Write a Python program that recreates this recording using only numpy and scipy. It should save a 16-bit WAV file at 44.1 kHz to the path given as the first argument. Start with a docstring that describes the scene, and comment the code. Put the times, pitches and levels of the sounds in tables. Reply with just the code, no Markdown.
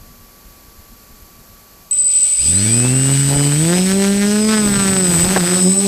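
"""An asphalt lot, where a quadcopter starts and lifts off, heard from its own camera.
Four speed controllers switch on with an 8 kHz whine; the motors step round, then spin up, and their
rotation modulates the whine into sidebands. Each pass of the nearest blade radiates a pressure pulse,
a thump, and its wake slaps the camera; the other propellers beat against it. Turbulent downwash
buffets the microphone, most just after lift-off."""
import sys
import numpy as np
from scipy import signal
from scipy.fft import rfft, irfft, next_fast_len
from scipy.io import wavfile
from scipy.ndimage import uniform_filter1d, map_coordinates

SR = 44100
rng = np.random.default_rng(int(sys.argv[2]) if len(sys.argv) > 2 else 0)


def dump(signal):
    """Clip the signal to [-1, 1] and save it as 16-bit WAV at the path in sys.argv[1]."""
    limited = np.clip(np.atleast_2d(signal).T, -1, 1)
    pcm = np.round(limited * 32767).astype(np.int16)
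    wavfile.write(sys.argv[1], SR, pcm)


N = 258867

# Levels in the tables are relative. The blade rate is the number of blade passes a second.
# blade rate of the nearest propeller, creeping and then running: t/s, f/Hz
CREEP_RATE = [(1.91, 1.3), (2.0, 6.5), (2.2, 22.3), (2.3, 32), (2.36, 40), (2.4, 59)]
RUN_RATE = [(2.45, 73.4), (2.54, 90.7), (2.6, 100.4), (2.75, 117.7), (2.95, 130.9), (3.08, 135.9),
            (3.54, 145.4), (3.75, 179.6), (3.96, 195.0), (4.21, 201.5), (4.52, 219.0), (4.72, 200.5),
            (4.99, 188.2), (5.18, 167.5), (5.33, 193.2), (5.43, 172.9), (5.55, 184.5), (5.65, 183.3),
            (5.83, 199.0), (5.87, 198.6)]
# speed split between the propellers due to steering: t/s, fraction of the nearest one's speed
STEERING_SPLIT = [(2.4, .02), (4.4, .041), (4.65, .33), (4.9, .36), (5.13, .08), (5.3, .12), (5.5, .042),
                  (5.87, .022)]
# the other three propellers: share of the steering split, level/dB
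FAR_ROTORS = [(-1, 1), (-.45, -8.5), (.42, -2)]
# spectra of the outdoor air, the breeze and the downwash on the microphone: f/Hz, level/dB
AIR_SPECTRUM = [(88, -33), (150, -7.5), (230, -4), (253, -10), (290, -8.5), (980, -15), (1170, -15.5),
                (1360, -16), (3650, -22), (4430, -16), (5180, -18), (7620, -17), (9250, -26),
                (11900, -14.5), (15300, -27.5)]
BREEZE_SPECTRUM = [(12, -32), (20, 0), (54, -0.5), (198, -14.5), (230, -10), (250, -10), (320, -47),
                   (550, -120)]
BUFFET_SPECTRUM = [(20, -17), (50, -4), (75, -3.5), (120, -3), (250, -5.5), (600, -16), (2000, -29.5)]
# faint electronic tones: f/Hz, level/dB
IDLE_TONES = [(1147, -57), (2400, -69.5), (4500, -68)]
# puffs of breeze before the start: t/s, level/dB
BREEZE_PUFFS = [(.01, -38.5), (.11, -41), (.216, -43), (.48, -42), (.69, -45), (.8, -41), (.92, -40.5),
                (1.125, -43.5), (1.225, -44), (1.4, -45), (1.52, -45)]
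# gusts on the microphone: t/s, level/dB, half length/s, upper edge f/Hz
MIC_GUSTS = [(3.37, -21, 0.016, 200), (3.921, -42, 0.018, 150), (4.78, -20.5, 0.027, 219.9),
             (5.193, -25, 0.022, 130), (5.261, -18, 0.03, 224), (5.3648, -11, 0.0038, 1780),
             (5.372, -15, 0.0091, 1090), (5.441, -24.5, 0.007, 900)]
# spectra of the motor and air hiss and of the treble fizz: f/Hz, level/dB
RUSH_SPECTRUM = [(1900, -35), (2280, 1.5), (3500, 0.5), (4500, 2), (5050, -3), (5600, 1.5), (7000, 0.5),
                 (9000, 3.5), (11000, -9), (13000, -18)]
FIZZ_SPECTRUM = [(7000, 1), (10500, -1.5), (12000, -3.5), (15000, -5)]
# envelopes of the fizz and of the switching tone: t/s, level/dB
FIZZ_ENVELOPE = [(1.92, -69), (2.2, -43.5), (2.7, -33), (3.35, -26.5), (3.9, -33), (4.6, -47),
                 (5.22, -21.5), (5.42, -27), (5.87, -30.5)]
WHINE_ENVELOPE = [(1.95, -18), (2.0, -15.5), (2.23, -14.5), (2.4, -18.5), (2.5, -13.5), (2.62, -19.5),
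                  (2.75, -16), (2.87, -22), (3.0, -20), (3.6, -23), (4.25, -29.5), (4.55, -24),
                  (5.24, -17.5), (5.27, -21.5), (5.42, -25), (5.5, -20), (5.78, -17), (5.87, -24.5)]
# grinding just before the motors catch: t/s, half length/s, level/dB
GRIND_SWELLS = [(2.195, 0.094, -33)]
# the four controllers: offset from the switching frequency f/Hz, level/dB
CONTROLLER_TONES = [(0, 0), (12.4, -13), (17.7, -19), (-5, -22)]
# sidebands of the switching tone, and cogging lines from the magnetic pull of a 14-pole motor:
# multiple of the blade rate, peak level/dB, blade rate at the peak f/Hz, fall/(dB per octave of speed)
SIDEBAND_LINES = [(-42, -13, 111, 48), (-21, -11.5, 105, 29), (-14, -15, 211, 37), (-7, -15, 157, 4),
                  (-3, -21, 130, 3), (-1, -27, 110, 14), (1, -16.5, 120, 15), (2, -16, 150, 4),
                  (3, -11.5, 130, 11), (4, -13.5, 89, 7), (5, -14.5, 91, 7), (6, -24, 130, 3),
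                  (7, -20, 130, 3), (10.5, -13.5, 125, 12), (21, -7.5, 82, 14)]
COGGING_LINES = [(21.02, -8.5, 128, 14), (28.05, -12, 180, 33), (34.85, -20.5, 135, 26),
                 (42.15, -4, 98.5, 51), (63, -18, 87, 30)]
# radiation of the motor bells and frame; noise around the whine; bell clatter: f/Hz, level/dB
FRAME_RESPONSE = [(1900, -35), (2250, 0), (3300, -1), (4100, 1), (4600, -1), (5060, 11), (5450, -1),
                  (7000, 0), (8400, 1), (11000, 0), (13000, -10), (15000, -16)]
RING_SPECTRUM = [(6500, -26.5), (7500, -3), (8100, 5.5), (8700, -2), (9600, -2.5), (11000, -14),
                 (13000, -37)]
BELL_SPECTRUM = [(4300, -32), (4700, -6), (4850, -2), (5050, -3), (5300, -28), (5700, -36)]
# spectra of the wake's snap, turbulent puff and low churn: f/Hz, level/dB
SNAP_SPECTRUM = [(400, -40), (800, -6.5), (1600, 2), (2400, -2), (3500, -6), (6000, -6.5), (10000, -13),
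                 (15000, -21)]
PUFF_SPECTRUM = [(400, -21), (800, -14.5), (1100, -14), (1600, 2), (2400, -1), (3500, -6.5), (6000, -13),
                 (10000, -19), (15000, -28)]
CHURN_SPECTRUM = [(30, -22), (100, 2), (250, 5.5), (600, 0.5), (880, -1), (1150, -13), (2000, -12),
                  (4000, -39)]
# eddies sweep the wake across the camera: t/s, half length/s, slap level/dB, churn level/dB
EDDIES = [(2.85, .02, -52, -30), (3.119, .045, -52, -28), (3.211, 0.03, -37, -32), (3.426, .06, -38, -31),
          (3.335, 0.037, -34, -22), (3.763, 0.067, -26, -28), (3.905, 0.034, -28.5, -52),
          (4.043, 0.049, -27.5, -48), (4.23, 0.042, -28.5, -48), (4.36, 0.037, -29.5, -56),
          (4.525, 0.042, -25.5, -48), (4.648, 0.21, -32, -40), (4.852, 0.15, -28.5, -43),
          (5.253, 0.11, -32.5, -25.5), (5.346, .06, -28, -45), (5.51, 0.098, -31, -55)]
# Fourier components of the blade's pressure pulse: multiple of the blade rate, level/dB
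BLADE_PARTIALS = [(.5, -27), (1, 3), (1.5, -28.5), (2, -5), (3, -15.5), (4, -23.5), (5, -30.5), (6, -28.5)]

START_S, SWITCH_HZ, STEPS_PER_PASS = 1.91, 8057, 21  # the controllers
LIFT_OFF_S, CLEAR_S = 4.54, 5.38  # the craft leaves the ground; it climbs out of its own downwash
IN_STEP_S = 5.67  # the propellers' beat peaks here
BAND_LIMIT_HZ = 15350


def amp(db):
    """Amplitude ratio of a level in decibels."""
    return 10 ** (np.asarray(db) / 20)


def unit(x):
    """Normalisation to rms 1."""
    return x / np.sqrt(np.mean(x ** 2) + 1e-20)


def clock():
    """Seconds at each sample."""
    return np.arange(N) / SR


def curve(rows):
    """Linear interpolation of (t/s, value) points at each sample."""
    return np.interp(clock(), *np.transpose(rows))


def ramp(start_s, length_s):
    """A linear rise from 0 to 1."""
    return np.clip((clock() - start_s) / length_s, 0, 1)


def wobble(knots_per_s):
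    """A smooth random curve through Gaussian knots."""
    return map_coordinates(rng.standard_normal(int(N * knots_per_s / SR) + 4), [clock() * knots_per_s])


def swell(s, half_length):
    """A Gaussian envelope centred on time s."""
    return np.exp(-np.minimum(((clock() - s) / half_length) ** 2, 50))


def swells(base, rows):
    """Power addition of a base gain and (t/s, half length/s, level/dB) swells."""
    return np.sqrt(base ** 2 + sum((amp(db) * swell(s, half)) ** 2 for s, half, db in rows))


def decays(impulses, tau_s):
    """Exponential relaxation after each impulse."""
    return signal.lfilter([1], [1, -np.exp(-1 / (tau_s * SR))], impulses)


def filtered(x, response):
    """Filtering as multiplication of the spectrum by a frequency response."""
    size = next_fast_len(N + 8192)
    return irfft(rfft(x, size) * response(np.fft.rfftfreq(size, 1 / SR)), size)[:N]


def coloured(x, points):
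    """Filtering through (f/Hz, level/dB) points on a logarithmic frequency axis."""
    f, db = np.transpose(points)
    return filtered(x, lambda hz: amp(np.interp(np.log(hz + 1), np.log(f), db)))


def noise(points):
    """Coloured noise of rms 1."""
    return unit(coloured(rng.standard_normal(N), points))


def cycles(rate):
    """Phase in cycles is the time integral of frequency."""
    return np.cumsum(rate) / SR


def blade_gate(passes, width, scatter_db):
    """Amplitude modulation of rms 1: a swell of random size at each blade pass."""
    size = amp(scatter_db * rng.standard_normal(2048))[np.round(passes).astype(int)]
    return unit(size * np.exp(-(np.sin(np.pi * passes) / width) ** 2))


def with_speed(rate, top_db, knee_hz, steep):
    """A power law of the blade rate that saturates above the knee."""
    return amp(top_db) / np.sqrt(1 + (knee_hz / (rate + 1)) ** steep)


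def flight(aloft_db, clear_db):
    """A gain that shifts once at lift-off and again clear of the ground."""
    return amp(aloft_db * ramp(LIFT_OFF_S, .17) + clear_db * ramp(CLEAR_S, .19))


def far_gain():
    """The far rotors gain on the nearest as the craft rises."""
    return amp(-26) * flight(aloft_db=11, clear_db=7)


def background():
    """The noise floor: outdoor air, puffs of breeze and thin tones that end during spin-up."""
    tones = sum(amp(db + 3) * np.sin(2 * np.pi * hz * clock()) for hz, db in IDLE_TONES)
    hiss = amp(-52) * noise([(9500, -18), (11300, -7), (12100, 4), (13200, -28), (15000, -14)])
    air = amp(-46.5) * noise(AIR_SPECTRUM)
    breeze = swells(amp(-52), [(s, .036, db) for s, db in BREEZE_PUFFS]) * noise(BREEZE_SPECTRUM)
    return air + hiss + tones * (1 - ramp(2.18, .38)) + breeze


def downwash(rate):
    """Turbulent pressure on the microphone: buffeting that dies in free air, and single gusts."""
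    level = with_speed(rate, top_db=-34.5, knee_hz=50, steep=6.9) * flight(aloft_db=7.5, clear_db=-24)
    wind = level * amp(3.7 * wobble(14)) * noise(BUFFET_SPECTRUM) * ramp(2.357, .11)
    for s, db, half, edge_hz in MIC_GUSTS:
        band = lambda hz: hz / np.hypot(hz, .17 * edge_hz) / (1 + (hz / edge_hz) ** 8)
        wind += amp(db) * unit(filtered(rng.standard_normal(N), band)) * swell(s, half)
    return wind


def rush(rate, passes):
    """Broadband motor and flow noise grows with speed and is amplitude-modulated by the blades."""
    pulsed_share = .69 * ramp(2.3, .63)
    gate = blade_gate(passes, width=.67, scatter_db=1.5)
    pulse = np.sqrt(1 - pulsed_share + pulsed_share * gate ** 2)
    flutter = amp(1.9 * wobble(18))
    flow = with_speed(rate, top_db=-27.5, knee_hz=53, steep=1.74) * flight(aloft_db=-3, clear_db=1.5)
    hiss = swells(flow, GRIND_SWELLS) * noise(RUSH_SPECTRUM)
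    fizz = amp(curve(FIZZ_ENVELOPE)) * noise(FIZZ_SPECTRUM)
    return (hiss + fizz) * pulse * flutter * ramp(START_S, .011)


def bell_clatter(rate):
    """Resonance: the motor bells ring loudest when shaken at a blade rate near 78 Hz."""
    shake = np.exp(-((rate - 78) / 37) ** 2)
    return amp(-42.5 + 8 * shake + 3.2 * wobble(60)) * noise(BELL_SPECTRUM) * ramp(START_S, .14)


def controller_whine(passes):
    """Four close switching tones beat; at first each commutation ticks and briefly cuts the current."""
    tones = sum(amp(db) * np.sin(2 * np.pi * (SWITCH_HZ + offset) * (clock() - 2))
                for offset, db in CONTROLLER_TONES)
    steps = np.diff(np.floor(STEPS_PER_PASS * passes), prepend=0)
    creeping = 1 - ramp(1.842, .26)
    current = 1 - .57 * creeping * np.tanh(decays(steps, tau_s=.0073))
    whine = amp(curve(WHINE_ENVELOPE) + 5 + 3.2 * creeping) * tones * current * ramp(START_S, .00076)
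    steps[round(START_S * SR)] = 1  # switching on ticks too
    ticks = amp(-23) * creeping * decays(steps, tau_s=.0023) * noise(RUSH_SPECTRUM)
    return whine + ticks


def motor_lines(rate):
    """Rotation modulates the switching tone and adds cogging lines; each line peaks at one speed."""
    passes = cycles(rate) + .0043 * wobble(70)
    octaves = np.log2(np.maximum(rate, 89))  # below 89 Hz the lines keep their balance

    def lines(rows, carrier):
        return sum(amp(db - fall * np.abs(octaves - np.log2(peak_hz)) + 1.7 * wobble(14))
                   * np.sin(2 * np.pi * (carrier + k * passes)) for k, db, peak_hz, fall in rows)
    return np.sqrt(2) * np.array([lines(SIDEBAND_LINES, SWITCH_HZ * clock()), lines(COGGING_LINES, 0)])


def motors(rate, far_rotors):
    """Forced vibration: four motors radiate through the frame; sidebands follow the whine's level."""
    far = sum(amp(db) * motor_lines(speed) for speed, db in far_rotors)
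    sidebands, cogging = motor_lines(rate) + amp(1) * far_gain() * far
    sideband_gain = amp(-14 + .55 * curve(WHINE_ENVELOPE))
    cogging_gain = amp(-26) * flight(aloft_db=-5.5, clear_db=4.5)
    radiated = coloured(sideband_gain * sidebands + cogging_gain * cogging, FRAME_RESPONSE)
    ring = sideband_gain * amp(-9) * noise(RING_SPECTRUM)
    return (radiated + ring) * ramp(START_S, .14)


def wake_slaps(rate, passes):
    """Wake impingement: each blade's wake hits the camera with a double snap, a puff and a low churn."""
    swung_away = amp(-11 * ramp(5.58, .043))  # the wake swings off the camera
    slap_base = with_speed(rate, top_db=-33, knee_hz=99.57, steep=2.8) * swung_away
    churn_base = with_speed(rate, top_db=-38, knee_hz=107, steep=1.7)
    slap_gain = swells(slap_base, [(s, half, db) for s, half, db, _ in EDDIES])
    churn_gain = swells(churn_base, [(s, half, db) for s, half, _, db in EDDIES])
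    jitter_cycles = .005 * amp(14 * ramp(4.95, .25))  # grows as the craft tips into its downwash

    def impulses(delay_cycles):
        count = np.floor(passes - delay_cycles + jitter_cycles * wobble(200))
        return (np.diff(count, prepend=0) > 0) * amp(3.5 * wobble(120))
    # the tip vortex arrives at a wandering delay, so a comb filter sweeps through the rasp
    drift = .043 * wobble(14)
    strikes = impulses(0) + .5 * impulses(drift - .11)
    ground_snap = unit(coloured(strikes, SNAP_SPECTRUM))
    aloft_snap = unit(coloured(strikes, [(.85 * hz, db) for hz, db in SNAP_SPECTRUM]))
    risen = ramp(LIFT_OFF_S - .12, .09)
    snap = -((1 - risen) * ground_snap + risen * aloft_snap)
    puff = noise(PUFF_SPECTRUM) * unit(1.5 + blade_gate(passes, width=.88, scatter_db=3))
    # stronger slaps are more alike: more snap, less turbulence
    snap_share = np.clip(.79 + .16 * (20 * np.log10(slap_gain) + 34), .3, .95)
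    slap = amp(1.5) * np.sqrt(snap_share) * snap + amp(3.5) * np.sqrt(1 - snap_share) * puff
    thuds = -unit(coloured(impulses(drift), CHURN_SPECTRUM))
    swirl = noise(CHURN_SPECTRUM) * blade_gate(passes, width=1, scatter_db=4.5)
    churn = np.sqrt(.62) * thuds + np.sqrt(.38) * swirl
    return (slap_gain * slap + churn_gain * churn) * ramp(2.5, .048)


def blade_pressure(rate, lag_cycles):
    """Fourier series of the pulse under a passing blade, sharper at low speed and in free air."""
    passes = cycles(rate) + .006 * wobble(60) - lag_cycles
    tilt = (170 / np.clip(rate, 85, 400)) ** .83 * flight(aloft_db=0, clear_db=2.5)  # gain per octave
    tilt *= amp(2.4 * wobble(7))
    partials = [(k, amp(db) * tilt ** np.log2(max(k, 1))) for k, db in BLADE_PARTIALS]
    wave = sum(gain * np.cos(2 * np.pi * k * passes - np.pi / 4) for k, gain in partials)
    return wave / np.sqrt(sum(gain ** 2 for _, gain in partials))


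def propellers(rate, far_rotors):
    """Superposition: the nearest propeller's pulses dominate and the other three beat against them."""
    lag_cycles = .13  # the thump trails the slap
    lead = lambda speed: np.interp(IN_STEP_S, clock(), cycles(speed - rate))
    far = sum(amp(db) * blade_pressure(speed, lag_cycles + lead(speed)) for speed, db in far_rotors)
    near = blade_pressure(rate, lag_cycles) * amp(.29 * wobble(40))
    level = with_speed(rate, top_db=-11, knee_hz=111.7, steep=7) * flight(aloft_db=-3, clear_db=.5)
    return level * (near + far_gain() * far) * ramp(2.35, .042)


def scene():
    """One blade rate drives the blades, hiss, motor tones and downwash; their pressures add."""
    rate = curve(list(CREEP_RATE) + list(RUN_RATE)) * (clock() > START_S)
    rate = np.abs(uniform_filter1d(rate, size=1800))  # the rotor's inertia
    split = curve(STEERING_SPLIT)
    far_rotors = [(rate * (1 + share * split + .004 * wobble(5)), db) for share, db in FAR_ROTORS]
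    passes = cycles(rate)
    blades = propellers(rate, far_rotors) + wake_slaps(rate, passes) + rush(rate, passes)
    drive = controller_whine(passes) + motors(rate, far_rotors) + bell_clatter(rate)
    return (blades + drive + downwash(rate) + background())[None]


def record(dry):
    """Saturation and band limiting: the camera clips at full scale, then cuts the highest treble."""
    return filtered(np.clip(dry[0], -1, 1), lambda hz: hz < BAND_LIMIT_HZ)[None]


dry = scene()
out = record(dry)
dump(out)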